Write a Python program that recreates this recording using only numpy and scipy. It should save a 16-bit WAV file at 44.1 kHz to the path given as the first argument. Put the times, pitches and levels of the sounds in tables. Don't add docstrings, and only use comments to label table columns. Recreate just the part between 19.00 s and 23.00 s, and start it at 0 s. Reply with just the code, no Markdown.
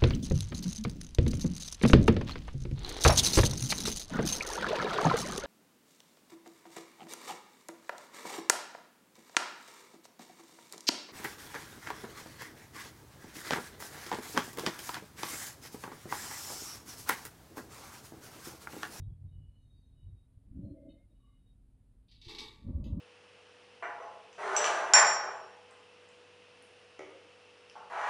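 import sys
import numpy as np
from scipy import signal
from scipy.fft import rfft, irfft, next_fast_len
from scipy.io import wavfile
from scipy.ndimage import map_coordinates

SR = 44100
rng = np.random.default_rng(int(sys.argv[2]) if len(sys.argv) > 2 else 0)


def master(y):
    cut = np.clip(np.atleast_2d(y).T, -1, 1)
    pcm = np.round(cut * 32767)
    wavfile.write(sys.argv[1], SR, pcm.astype(np.int16))


N = 176400
T = np.arange(N) / SR

# start_s [s], wire_db [dB], table_db [dB], click_db [dB]
CONTACT_ROWS = [(3.082, -73, -105, -100), (3.112, -62, -90, -85), (3.214, -56, -80, -68),
                (3.248, -55, -72, -62), (3.281, -50, -57, -58), (3.294, -48, -59, -50),
                (3.3495, -51, -60, -39), (3.385, -43.5, -57, -35.5), (3.390, -48.5, -58, -42),
                (3.407, -50, -60, -46)]
# pitch_hz [Hz], level_db [dB]
CLICK_COLOUR = [(500, -11), (1400, -23), (2000, -24.5), (3800, 20.5), (6000, -9.5), (9000, -27),
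                (12000, -24), (16000, -57)]
CLICK_T60_S = .016
WIRE_ATTACK_S = .003


def amp(db):
    return 10 ** (np.asarray(db) / 20)


def unit(x):
    return x / np.sqrt(np.mean(x ** 2) + 1e-20)


def along(points, hz):
    f, v = np.transpose(points)
    return np.interp(np.log(hz + 1), np.log(f + 1), v)


def gains(rows):
    times, *columns = np.transpose(rows)
    inside_s = np.minimum(T - times[0], times[-1] - T)
    gate = np.clip(inside_s / .02 + 2, 0, 1)
    return [gate * amp(np.interp(T, times, column)) for column in columns]


def wobble(rate):
    coarse = T[::8]
    points = rng.standard_normal(4000)
    return np.interp(T, coarse, map_coordinates(points, [coarse * rate], mode="wrap"))


def filtered(x, response):
    m = next_fast_len(N + SR // 4)
    hz = np.fft.rfftfreq(m, 1 / SR)
    return irfft(rfft(x, m) * response(hz), m)[:N]


def noise(colour):
    return unit(filtered(rng.standard_normal(N), lambda hz: amp(along(colour, hz))))


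def tone(hz):
    cycles = np.cumsum(hz) / SR + rng.random()
    return np.sqrt(2) * np.sin(2 * np.pi * cycles)


def fuzzy_tone(hz, width_hz):
    phase = 2 * np.pi * hz * T
    return wobble(width_hz) * np.cos(phase) + wobble(width_hz) * np.sin(phase)


def notes(table, voice, edge_s):
    total = 0
    for start, length, hz, db in table:
        inside_s = np.minimum(T - start, start + length - T)
        fade = .5 + .5 * np.tanh(2 * inside_s / edge_s)
        total = total + amp(db) * fade * voice(hz)
    return total


def blows(times, db):
    return np.bincount(np.round(np.asarray(times) * SR).astype(int), amp(db) ** 2, N)[:N]


def spread(drive, rise_s):
    window = np.hanning(int(rise_s * SR) + 2)
    return signal.fftconvolve(drive, window / window.sum())[:N]


def ringing(drive, t60):
    keep = np.exp(-np.log(1e6) / (t60 * SR))
    energy = signal.lfilter([1], [1, -keep], drive)
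    return np.sqrt(np.abs(energy))


def modes(table, drive, wander_hz):
    return sum(amp(db) * ringing(drive, t60) * tone(hz + wander_hz * wobble(60))
               for hz, db, t60 in table)


def dense_modes(colour, ragged_db):
    peaks = np.clip(rng.standard_normal(2000), -1.8, 1.8)
    spacing_hz = 24
    ragged = lambda hz: amp(ragged_db * np.interp(hz / spacing_hz, np.arange(len(peaks)), peaks))
    return unit(filtered(noise(colour), ragged))


def resonant(table):
    return unit(sum(amp(db) * fuzzy_tone(hz, width) for hz, width, db in table))


def idle():
    # pitch_hz [Hz], level_db [dB]
    hum_colour = [(15, -21.5), (28, 2), (50, 3.5), (75, -6), (105, -2.5), (160, -14.5), (215, -14),
                  (262, -20.5), (410, -28), (1150, -42), (2100, -46), (3800, -47.5), (6200, -56),
                  (9000, -59), (12000, -104.5)]
    hiss_colour = [(5500, -23.5), (7400, -9), (8100, -7.5), (8650, -3.5), (9300, -0.5), (9850, -7.5),
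                   (10600, -1.5), (11400, -10.5), (12700, -11.5), (13200, -63.5)]
    hum_tone = amp(-81) * tone(262 + 4 * wobble(20))
    return amp(-62.5) * noise(hum_colour) + hum_tone + amp(-92.5) * noise(hiss_colour)


def servos():
    # start_s [s], length_s [s], pitch_hz [Hz], level_db [dB]
    whine_rows = [(-.03, 0.091, 3779, -81.5), (0.28, 0.07, 3770, -86), (0.324, 0.33, 2940, -84),
                  (.5, 0.45, 4190, -96), (0.61, 0.25, 3770, -83), (0.758, .07, 4613, -90),
                  (.58, 0.33, 6270, -101), (2.1, 0.39, 2936, -95), (0.86, 0.4, 3788, -87),
                  (0.974, 0.11, 2950, -86.5), (.03, 0.12, 3340, -92.5), (1.645, 0.083, 4160, -87),
                  (1.77, 0.22, 2104, -91), (1.97, 0.076, 2115, -83.5), (2.1, 0.28, 3779, -90.5),
                  (2.232, 0.16, 2924, -86), (2.264, 0.13, 2110, -93.5), (2.4, 0.15, 3765, -86)]
    rough, width_hz, flutter_db = .8, 90, 1.8

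    def whine(hz):
        mixed = tone(hz + 10 * wobble(30)) + rough * fuzzy_tone(hz, width_hz)
        return unit(amp(flutter_db * wobble(30)) * mixed)

    return notes(whine_rows, whine, edge_s=0.04)


def turning():
    # time_s [s], level_db [dB]
    turn_rows = [(0.0, -42.5), (0.128, -44.5), (0.184, -57), (0.262, -42), (0.29, -53), (0.398, -47),
                 (0.556, -64), (0.786, -61), (0.864, -69.5), (0.904, -60), (0.992, -65), (1.074, -47.5),
                 (1.146, -53.5), (1.272, -79.5), (1.388, -66), (1.45, -77)]
    # pitch_hz [Hz], level_db [dB]
    turn_colour = [(20, -20.5), (48, 2.5), (80, -5.5), (150, -6), (200, -27.5), (330, -33), (500, -45.5),
                   (1000, -54.5), (4000, -125)]
    level, = gains(turn_rows)
    shudder = amp(-2.5) * tone(94.3 + 4 * wobble(25))
    rumble = amp(-2) * noise(turn_colour)
    return level * (shudder + rumble)


def jolts():
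    # time_s [s], peak_db [dB], pitch_hz [Hz], half_s [s]
    jolt_rows = [(1.377, -46, 75.6, 0.0035), (1.515, -41, 67, 0.0023), (1.639, -33, 104, 0.0024),
                 (1.718, -41.5, 90, 0.0053), (3.272, -40.5, 81, 0.0032), (3.761, -26.5, 73, 0.0087),
                 (3.932, -27, 86, 0.007)]
    total = 0
    for time, db, hz, half in jolt_rows:
        swell = np.exp(-((T - time) / half) ** 2 / 2)
        total = total + amp(db) * swell * np.cos(2 * np.pi * hz * (T - time))
    return total


def growl(resonances):
    flutter_db = 2.5
    return sum(amp(db + flutter_db * wobble(45)) * tone(hz + width / 2 * wobble(70))
               for hz, width, db in resonances)


def bending(rumble_db=-2.0, low_db=-3.5, high_db=-3.0):
    # time_s [s], rumble_db [dB], low_growl_db [dB], high_growl_db [dB]
    bend_rows = [(1.45, -72, -83.5, -89.5), (1.53, -55.5, -75, -93), (1.575, -41, -50, -79),
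                 (1.62, -43.5, -55, -71), (1.66, -42, -62.5, -63), (1.725, -51.5, -47.5, -63.5),
                 (1.775, -66, -61.5, -59.5), (1.815, -56.5, -61.5, -63), (1.875, -58.5, -49.5, -59.5),
                 (1.93, -59, -60.5, -68.5), (2, -67, -79, -74), (2.06, -75, -78, -89), (2.1, -84, -74, -90),
                 (2.122, -74, -72, -74), (2.17, -73.5, -88, -96)]
    # pitch_hz [Hz], level_db [dB]
    bend_colour = [(20, -21), (65, 4), (105, -1), (140, -6.5), (198, 1), (235, -4.5), (300, -2), (400, -29),
                   (700, -41), (2000, -72)]
    # pitch_hz [Hz], width_hz [Hz], level_db [dB]
    low_gears = [(266, 26, -1.5), (296.3, 26.04, -2), (337, 34, -8.5), (399, 56, -23.5)]
    high_gears = [(496, 60, -16.5), (532, 26, -3.5), (565, 14, -2.5), (585, 28, -7), (639, 49, -5.5)]
    rumble, low, high = gains(bend_rows)
    frame = amp(rumble_db) * rumble * noise(bend_colour)
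    low_growl = amp(low_db) * low * growl(low_gears)
    high_growl = amp(high_db) * high * growl(high_gears)
    return frame + low_growl + high_growl


def squeak():
    # pitch_hz [Hz], width_hz [Hz], level_db [dB]
    squeak_rows = [(2600, 180, -12), (3010, 150, -1), (3705, 92, 1), (4220, 300, -8)]
    slip = spread(blows([1.885], [-71]), rise_s=0.029)
    return resonant(squeak_rows) * ringing(slip, t60=0.26)


def singing():
    # start_s [s], length_s [s], pitch_hz [Hz], level_db [dB]
    sing_rows = [(3.293, 0.047, 2687, -52), (3.293, 0.036, 3725, -53), (3.35, 0.027, 2262, -56),
                 (3.35, 0.019, 3700, -56), (3.386, 0.023, 3400, -57), (2.2, .16, 1137, -85),
                 (3.262, .11, 340, -58), (3.405, 0.075, 431, -60), (3.39, 0.084, 888, -67)]
    return notes(sing_rows, lambda hz: unit(tone(hz) + .5 * fuzzy_tone(hz, 90)), edge_s=0.017)


def contact_clicks():
    chatter_per_s, chatter_db, chatter_s = 300, -5, .035
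    times, wire_db, _, click_db = np.transpose(CONTACT_ROWS)
    pressure = sum(amp(db) ** 2 * (T >= t) * np.exp(-np.abs(T - t) / chatter_s)
                   for t, db in zip(times, wire_db))
    tap_now = rng.random(N) < chatter_per_s / SR
    taps = tap_now * rng.exponential(1, N) * pressure * amp(chatter_db) ** 2
    return ringing(blows(times, click_db) + taps, CLICK_T60_S) * noise(CLICK_COLOUR)


def wire_ring():
    # pitch_hz [Hz], level_db [dB]
    wire_colour = [(1400, -44), (1900, -12), (2200, -23), (2700, -4.5), (3200, -6), (3500, -4),
                   (3750, -7.5), (4300, -2), (5000, -3), (6200, -8), (7000, -22.5), (8000, -17),
                   (8700, -24.5), (11500, -27), (13000, -50), (16000, -54)]
    # pitch_hz [Hz], t60_s [s], growth [dB per dB]
    band_rows = [(1960, 0.74, 1), (2720, 0.49, 0.73), (3680, 0.46, 0.58), (5600, 0.26, 1.17),
                 (6800, 0.49, 1.2), (11140, 0.4, 1.3)]
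    # pitch_hz [Hz], level_db [dB], t60_s [s]
    mode_rows = [(2250, -15, .5), (2269, -19, .45), (2309, -20, .58), (2684, -17, .3), (3492, -13, .42),
                 (3693, -10, .38), (3745, -10, .42), (4102, -16, .35), (4287, -15, .33), (4710, -19, .38),
                 (5346, -21, .42), (5819, -23, .3)]
    hard_db = -43.5
    times, wire_db, _, _ = np.transpose(CONTACT_ROWS)

    def drive(growth):
        return spread(blows(times, hard_db + growth * (wire_db - hard_db)), WIRE_ATTACK_S)

    dense = dense_modes(wire_colour, ragged_db=5.5)
    centres = [row[0] for row in band_rows]
    ring = 0
    for hz, t60, growth in band_rows:
        slope = [(centre, centre == hz) for centre in centres]
        band = filtered(dense, lambda f: along(slope, f))
        ring = ring + ringing(drive(growth), t60) * band
    rattle = unit(amp(0.84 * wobble(220)))
    clear = modes(mode_rows, drive(1.34), wander_hz=4)
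    return amp(-5) * rattle * ring + clear


def table_ring():
    # pitch_hz [Hz], level_db [dB]
    table_colour = [(150, -6.5), (300, 6), (480, -1), (600, -23.5), (740, -17.5), (830, -2.5), (1150, -4.5),
                    (1300, -12), (1450, -19.5), (1650, -15.5), (2100, -5.5), (3000, -32)]
    # pitch_hz [Hz], level_db [dB], t60_s [s]
    mode_rows = [(350, -8, .35), (431, -4, .6), (888, -9, .75), (1137, -13, 1.2)]
    times, _, table_db, _ = np.transpose(CONTACT_ROWS)
    push = blows(times, table_db)
    swell = ringing(push, t60=0.14) ** 2
    swell = swell * push.sum() / swell.sum()
    wash = ringing(swell, t60=0.56) * dense_modes(table_colour, ragged_db=4)
    return wash + amp(-2) * modes(mode_rows, swell, wander_hz=2.93)


def travel():
    # time_s [s], level_db [dB]
    travel_rows = [(3.56, -69.5), (3.635, -55), (3.68, -37), (3.735, -43), (3.81, -41), (3.87, -39),
                   (3.93, -40.5), (4, -37)]
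    # pitch_hz [Hz], level_db [dB]
    travel_colour = [(18, -11), (35, 2), (60, 3), (120, -3), (195, -3.5), (290, -7.5), (345, -16.5),
                     (440, -31.5), (530, -22.5), (610, -24), (700, -42), (800, -41.5), (950, -33.5),
                     (1060, -47), (1170, -39.5), (1400, -60), (3000, -100)]
    level, = gains(travel_rows)
    lumps = unit(amp(1.2 * wobble(45)))
    return level * lumps * noise(travel_colour)


def tooling():
    # time_s [s], level_db [dB]
    hit_rows = [(3.841, -62.5), (3.868, -68.5)]
    # pitch_hz [Hz], width_hz [Hz], level_db [dB]
    tool_rows = [(2019, 160, -12), (2638, 180, -3), (3150, 900, 0), (3800, 500, -1), (4700, 900, -6),
                 (6550, 900, -9), (9250, 300, -19), (12500, 900, -18)]
    times, db = np.transpose(hit_rows)
    click = ringing(blows(times[:1], db[:1]), CLICK_T60_S) * noise(CLICK_COLOUR)
    touch = spread(blows(times, db), WIRE_ATTACK_S / 2)
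    return click + resonant(tool_rows) * ringing(touch, t60=.24)


def scene():
    drives = servos() + turning() + jolts() + bending()
    wire_and_table = squeak() + singing() + contact_clicks() + wire_ring() + table_ring()
    return (idle() + drives + wire_and_table + travel() + tooling())[None]


def record(dry):
    top_hz = 14300
    return filtered(dry[0], lambda hz: hz < top_hz)[None]


dry = scene()
out = record(dry)
master(out)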